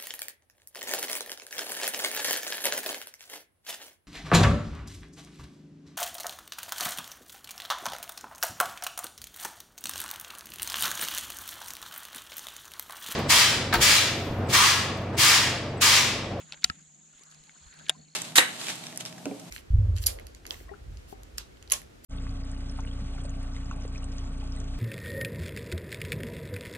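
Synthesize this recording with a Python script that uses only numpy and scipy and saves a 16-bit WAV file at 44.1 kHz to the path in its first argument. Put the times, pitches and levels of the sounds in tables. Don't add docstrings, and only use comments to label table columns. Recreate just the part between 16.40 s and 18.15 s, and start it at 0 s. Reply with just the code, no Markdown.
import sys
import numpy as np
from scipy import signal
from scipy.fft import rfft, irfft, next_fast_len
from scipy.io import wavfile
from scipy.ndimage import uniform_filter1d, map_coordinates

SR = 44100
rng = np.random.default_rng(int(sys.argv[2]) if len(sys.argv) > 2 else 0)


def wav_record(signal):
    frames = np.transpose(np.atleast_2d(signal))
    bounded = np.clip(frames, -1, 1)
    quanta = np.round(bounded * 32767).astype(np.int16)
    wavfile.write(sys.argv[1], SR, quanta)


def to_linear_factor(level_db):
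    exponent = np.asarray(level_db, float) / 20
    return 10 ** exponent


N = 77175

# f/Hz, likeness (1 = same in both)
LIKENESS = [(60, 0.26), (250, 0.27), (600, -.4), (1500, -0.07), (3500, 0.72), (9000, -0.036)]
# f/Hz, level/dB
MIC_RESPONSE = [(9000, -0.5), (12500, -3), (15600, 3), (16500, -36.5)]
# f/Hz, level/dB per Hz
AIR_COLOUR = [(200, -4.5), (570, -16), (5400, -16), (9000, -17.5), (11400, -36)]
# f/Hz, level/dB per Hz
RUMBLE_COLOUR = [(20, -2), (60, -1), (110, -1)]
# t/s, level/dB
SLEEVE_LEVEL = [(0, -48.5), (.05, -61.5), (.1, -60), (.2, -63), (.27, -57), (.38, -64), (.47, -73.5),
                (.68, -68.5), (.8, -62), (.98, -63.5), (1.15, -63), (1.33, -60), (1.45, -59.5),
                (1.56, -64.5), (1.66, -70.5), (1.75, -72.5)]
# f/Hz, level/dB per Hz
CLOTH_COLOUR = [(300, -5.5), (1050, -1), (1600, 1.5), (2300, -2), (4200, -3), (6000, -13), (10000, -11.5),
                (13500, -31.5)]
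# t/s, level/dB
HUM_LEVEL = [(0, -56.5), (.2, -62.5), (.32, -59), (.41, -61), (.49, -67), (.6, -65), (.74, -70.5),
             (.87, -71.5), (.96, -61), (1.06, -65.5), (1.24, -65), (1.32, -74.5), (1.38, -54),
             (1.53, -57.5), (1.62, -56), (1.75, -65.5)]
# f/Hz, level/dB
HULL_TONES = [(77, -17.5), (154, 0.5)]
# f/Hz, level/dB per Hz
DRONE_COLOUR = [(170, -2), (270, -7), (400, -18), (800, -15)]
# t/s, level/dB
CHORUS_LEVEL = [(0, -57), (1.37, -58), (1.75, -64)]
# f/Hz, width/Hz, level/dB
CICADA_BANDS = [(6828, 610, 4), (7530, 440, -4.5)]
# first pulse t/s, last pulse t/s, peak level/dB, f/Hz
CRICKET_PHRASES = [(0.871, 0.939, -65, 4220), (0.971, 1.085, -64, 4210), (1.122, 1.172, -63, 4310),
                   (1.187, 1.241, -61.5, 4260), (1.265, 1.335, -58.5, 4280), (1.355, 1.479, -57.5, 4350),
                   (1.527, 1.582, -60.5, 4370), (1.598, 1.652, -57.5, 4380), (1.684, 1.754, -58, 4300)]
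# t/s, peak level/dB, first f/Hz, last pitch over first, length/s
WATER_DROPS = [(0.724, -64, 1536, 0.856, .025), (0.789, -67.5, 883, 2.1, 0.096),
               (1.073, -63.5, 906, 0.91, 0.026), (1.147, -59.5, 774, 2.93, 0.0294),
               (1.544, -57.5, 1002, 1.07, 0.025), (1.468, -55, 1700, 1.02, .009),
               (1.476, -46, 1600, 1.08, .009), (1.484, -48, 1680, 1.01, .01),
               (1.503, -47.5, 640, 1.02, .012)]
# t/s, peak level/dB, f/Hz, time to fall 60 dB/s
BODY_BUMPS = [(0.245, -44, 58, 0.16), (0.298, -33.5, 77.7, 0.067), (.300, -24, 194, 0.016),
              (0.746, -58, 36, 0.13), (1.0, -49, 32, 0.082), (1.211, -55, 74.5, 0.51),
              (1.259, -43.5, 51.7, 0.13), (1.582, -58.5, 80, 0.23), (0.241, -38, 200, 0.06),
              (.245, -39.5, 270, .03), (.1, -61, 45, .2), (0.162, -59, 52, 0.16)]
# t/s, level/dB
RUB_LEVEL = [(1.22, -85), (1.28, -68.5), (1.33, -59), (1.37, -60.5), (1.385, -75), (1.4, -57),
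             (1.43, -66.5), (1.45, -87)]
# t/s, level/dB, time to fall 60 dB/s, centre f/Hz
SCRAPES = [(.1245, -48, 0.066, 2500), (0.1307, -40.5, 0.044, 3170), (0.144, -47, 0.026, 3100),
           (0.14, -57, .05, 3024), (1.9, -61, 0.018, 4630), (2.2, -56.5, .02, 3400),
           (.2210, -44, 0.019, 3290), (.2235, -46.5, 0.026, 3600), (.2315, -56.5, 0.042, 3000),
           (0.246, -31, 0.018, 2980), (.25, -54, 0.22, 9000), (.259, -46, 0.041, 3000),
           (0.274, -57, 0.11, 4000), (0.294, -45, 0.034, 2300), (1.324, -54, 0.07, 2800),
           (.131, -50, 0.082, 690), (1.41, -59, 0.067, 705), (1.456, -47, 0.019, 3300),
           (1.4649, -39.5, 0.018, 2600), (1.4843, -35, 0.025, 2800), (1.498, -39.5, 0.06, 2200),
           (1.31, -63, 0.095, 240), (.81, -58.5, 0.066, 260)]
# t/s, peak level/dB; the first line row at 0.2423 s is a bright click leading into the
LINE_HITS = [(.2423, -10.5), (.794, -40.5), (.835, -36.5), (.903, -45.5), (.914, -38), (.946, -38.5),
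             (1.038, -40), (1.282, -47), (1.268, -47), (1.340, -39), (1.390, -41)]
TAP_HITS = [(.1428, -36), (.1737, -44.5), (.2320, -32.5), (1.0945, -38), (1.3255, -45.5), (1.4649, -42)]
PAWL_HITS = [
    (.1229, -20.5),
]
MOUNT_HITS = [
    (.2991, -15),
    (.3008, -26),
    (.9230, -42),
    (1.3960, -39),
]
LURE_HITS = [
    (1.4846, -32.5),
    (1.4949, -8.5),
    (1.4955, -3.5),
    (1.4980, -18.5),
    (1.5004, -19.5),
]
CLUTCH_HITS = [
    (.2412, -19.5),
    (.2419, -21),
    (.2436, -3.5),
    (.2441, 0.5),
    (.2454, -24),
    (.2472, -31),
    (.2493, -28),
]
# f/Hz, level/dB, time to fall 60 dB/s
LINE_TONES = [(4220, 2.5, 0.0038), (6120, 6.5, 0.0026), (8760, 15, 0.0019), (11340, -12.5, 0.03)]
TAP_TONES = [(1530, -1.5, .008), (2200, -2.5, 0.016), (2900, -1, 0.0029), (3600, -1, .005),
             (4700, -6.5, .003)]
PAWL_TONES = [(1385, -16.5, 0.035), (2610, 3, 0.0086), (3600, 7, 0.0024), (4300, 13, 0.0028),
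              (5940, 1, 0.0027)]
MOUNT_TONES = [(1310, -3.5, 0.034), (1630, 6, 0.0097), (2570, -4, 0.01), (2930, -5.5, 0.012),
               (3900, 5.5, 0.0036), (4900, 6, 0.0038), (7400, -3, 0.0036)]
LURE_TONES = [(650, -8, 0.01), (740, -31.5, 0.1), (850, -22.5, 0.0028), (1061, -31.5, 0.055),
              (1590, -39.5, 0.1), (1787, -9, 0.0067), (2630, -19.5, .012), (3356, 11, 0.0031),
              (3710, -14, 0.028), (4910, -5, 0.0038), (7233, -9.5, 0.02), (8850, -0.5, 0.0051),
              (10480, -5.5, 0.005), (14000, -15, 0.0033)]
CLUTCH_TONES = [(741, -35, 0.087), (1390, -22.5, 0.026), (2010, -12.5, 0.009), (2490, -14, 0.01055),
                (3000, -8.5, 0.015), (3900, -1, 0.0076), (4730, 14, 0.0043), (5200, 5.5, 0.0039),
                (7040, 6, 0.0047), (9290, -4, 0.0036), (13840, -6.5, 0.004)]


def unit(x):
    return x / np.sqrt(np.mean(x ** 2) + 1e-20)


def along(points, hz):
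    f, v = np.transpose(points)
    return np.interp(np.log(hz + 1), np.log(f + 1), v)


def closed(points):
    low_end, high_end = (points[0][0] / 2, -60), (points[-1][0] * 1.2, -90)
    return lambda f: to_linear_factor(along([low_end] + list(points) + [high_end], f))


def bell(f, centre_hz, width_hz):
    return 1 / (1 + (2 * (f - centre_hz) / width_hz) ** 2)


def curve(rows):
    return np.interp(np.arange(N) / SR, *np.transpose(rows))


def wobble(rate):
    knots = rng.standard_normal(int(N * rate / SR) + 4)
    return map_coordinates(knots, [np.arange(N) * rate / SR])


def two_sides(angle):
    return np.array([[angle], [-angle]])


def add(out, s, sound):
    part = out[:, round(s * SR):][:, :sound.shape[-1]]
    part += sound[..., :part.shape[1]]


def rush(gain, patchy_db):
    z = signal.stft(rng.standard_normal((2, N)), nperseg=256)[2]
    field = uniform_filter1d(rng.standard_normal(z.shape[1:]), 4, 0)
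    field = uniform_filter1d(field, 8, 1)
    pair = signal.istft(z * to_linear_factor(patchy_db * unit(field)), nperseg=256)[1][:, :N]
    m = next_fast_len(N + 8192)
    hz = np.fft.rfftfreq(m, 1 / SR)
    turn = np.arccos(np.clip(along(LIKENESS, hz), -1, 1)) / 2
    shares = [np.cos(turn), np.sin(turn)]
    mid, side = irfft(rfft(pair, m) * gain(hz) * shares, m)[:, :N]
    return unit(np.array([mid + side, mid - side]))


def struck(contacts, modes, turn, lag_s, pan_db, crack, attack_s, bass_hz, dull=False):
    out, t = np.zeros((2, N)), np.arange(SR // 8) / SR
    hz, db, t60 = np.transpose(modes)[:, :, None]
    signs = (-1) ** np.arange(len(modes))[:, None]
    chance = rng.standard_normal((len(contacts), 3, len(modes), 1))
    snaps = uniform_filter1d(rng.standard_normal((len(contacts), 2, len(t))), size=3)
    for (s, peak_db), (size, tune, skew), snap in zip(contacts, chance, snaps):
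        apart = (turn + 2 * np.pi * hz * lag_s * (1 + 0.69 * skew)) / 2
        phase = 2 * np.pi * hz * (1 + 0.008 * tune) * t
        shape = signs * to_linear_factor(db + size - 60 * t / t60) * (1 - np.exp(-t / attack_s))
        ring = np.array([(shape * np.sin(phase + side * apart)).sum(0) for side in (1, -1)])
        ring = ring / np.abs(ring).max()
        add(out, s, to_linear_factor(peak_db) * (ring + crack * to_linear_factor(-60 * t / 0.031) * snap))
    out = signal.sosfilt(signal.butter(2, bass_hz, 'high', fs=SR, output='sos'), out)
    if dull:
        out = signal.sosfilt(signal.butter(2, 12200, fs=SR, output='sos'), out)
    return out * to_linear_factor([[pan_db / 2], [-pan_db / 2]])


def air():
    return to_linear_factor(-68.5) * rush(closed(AIR_COLOUR), patchy_db=5.0)


def wind_rumble():
    return to_linear_factor(-79.5 + 4.0 * wobble(36.0)) * rush(closed(RUMBLE_COLOUR), patchy_db=0.5)


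def hull_hum():
    t = np.arange(N) / SR
    tones = 0
    for hz, db in HULL_TONES:
        level = to_linear_factor(db + 2.7 * wobble(21))
        tones = tones + level * np.sin(2 * np.pi * hz * t + 0.7 * wobble(13) + two_sides(.2))
    drone = to_linear_factor(-4) * rush(closed(DRONE_COLOUR), patchy_db=3.0)
    return to_linear_factor(curve(HUM_LEVEL)) * (tones + drone)


def cicadas():
    def song(f):
        return sum(to_linear_factor(db) * bell(f, hz, width) for hz, width, db in CICADA_BANDS)
    return to_linear_factor(curve(CHORUS_LEVEL) + 1.6 * wobble(140)) * rush(song, patchy_db=-1.0)


def cricket():
    pulse_gap_s, pulse_s, fall_hz = .0175, 0.012, 559
    out, u = np.zeros((2, N)), np.linspace(-.5, .5, round(pulse_s * SR))
    for first, last, db, hz in CRICKET_PHRASES:
        for s in np.linspace(first, last, round((last - first) / pulse_gap_s) + 1):
            size, tune = rng.standard_normal(2)
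            phase = 2 * np.pi * np.cumsum(hz + 35 * tune - fall_hz * u) / SR
            swell = np.cos(np.pi * u) ** 1.15
            add(out, s - pulse_s / 2, to_linear_factor(db + size) * swell * np.sin(phase + two_sides(.3)))
    return out


def drops():
    out = np.zeros((2, N))
    for s, db, hz, glide, length in WATER_DROPS:
        u = np.arange(round(length * SR)) / (length * SR)
        tone = np.sin(2 * np.pi * np.cumsum(hz * glide ** u) / SR + two_sides(.4))
        flutter = unit(uniform_filter1d(rng.standard_normal(len(u)), size=90))
        add(out, s, to_linear_factor(db + 3 * flutter) * np.sin(np.pi * u ** 0.89) * tone)
    return out


def sleeves():
    level = curve(SLEEVE_LEVEL) + 0.89 * wobble(59.43) + 0.49 * wobble(410)
    return to_linear_factor(level) * rush(closed(CLOTH_COLOUR), patchy_db=3)


def bumps():
    out, t = np.zeros((2, N)), np.arange(SR // 4) / SR
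    for s, db, hz, t60 in BODY_BUMPS:
        shape = to_linear_factor(db - 60 * t / t60) * (1 - np.exp(-t * hz * 3))
        add(out, s, shape * np.sin(2 * np.pi * hz * t + two_sides(.3)))
    return out


def hand_rub():
    def blank(f):
        return bell(f, 1550, 390)
    return to_linear_factor(curve(RUB_LEVEL) + 4.1 * wobble(90)) * rush(blank, patchy_db=1.5)


def scuffs():
    width_octaves, ragged_db, top_hz = 0.73, 3.5, 10000
    out, t = np.zeros((2, N)), np.arange(SR // 3) / SR
    hz = np.fft.rfftfreq(len(t), 1 / SR) + 1
    for s, db, t60, centre_hz in SCRAPES:
        a, b, grit = rng.standard_normal((3, len(t)))
        ragged = to_linear_factor(ragged_db * unit(uniform_filter1d(grit, size=30)))
        colour = 1 / (1 + (np.log2(hz / centre_hz) / width_octaves) ** 2) ** 1.4
        colour = colour / (1 + (hz / top_hz) ** 6)
        pair = ragged * np.array([a + 0.27 * b, a - 0.36 * b])
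        burst = unit(irfft(rfft(pair) * colour, len(t)))
        add(out, s, to_linear_factor(db - 60 * t / t60) * (1 - np.exp(-t / 0.00027)) * burst)
    return out


def line_ticks():
    return struck(LINE_HITS, LINE_TONES, turn=0, lag_s=3e-5, pan_db=-1.0, crack=0.36,
                  attack_s=0.00005, bass_hz=2500, dull=True)


def light_taps():
    return struck(TAP_HITS, TAP_TONES, turn=0, lag_s=2e-5, pan_db=3.5, crack=0.12,
                  attack_s=.0004, bass_hz=900, dull=True)


def pawl_click():
    return struck(PAWL_HITS, PAWL_TONES, turn=0, lag_s=2e-5, pan_db=-0.5, crack=0.17,
                  attack_s=2e-4, bass_hz=1400, dull=True)


def mount_knock():
    return struck(MOUNT_HITS, MOUNT_TONES, turn=2.03, lag_s=0, pan_db=0.0, crack=0.056,
                  attack_s=0.00045, bass_hz=700)


def lure_clack():
    return struck(LURE_HITS, LURE_TONES, turn=0, lag_s=1.5e-5, pan_db=1.5, crack=0.075,
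                  attack_s=2e-4, bass_hz=420)


def clutch_snap():
    return struck(CLUTCH_HITS, CLUTCH_TONES, turn=0, lag_s=2.8e-5, pan_db=1.5, crack=0.0546,
                  attack_s=0.00054, bass_hz=690)


def scene():
    knocks = pawl_click() + light_taps() + clutch_snap() + mount_knock() + lure_clack() + line_ticks()
    near = scuffs() + bumps() + drops() + hand_rub()
    around = cricket() + cicadas() + hull_hum() + sleeves() + wind_rumble() + air()
    return knocks + near + around


def roll_off(x):
    return signal.sosfilt(signal.butter(12, 16640, fs=SR, output="sos"), x)


def record(dry):
    m = next_fast_len(N + 8192)
    response = to_linear_factor(along(MIC_RESPONSE, np.fft.rfftfreq(m, 1 / SR)))
    heard = irfft(rfft(dry, m) * response, m)[:, :N]
    return roll_off(heard)


dry = scene()
out = record(dry)
wav_record(out)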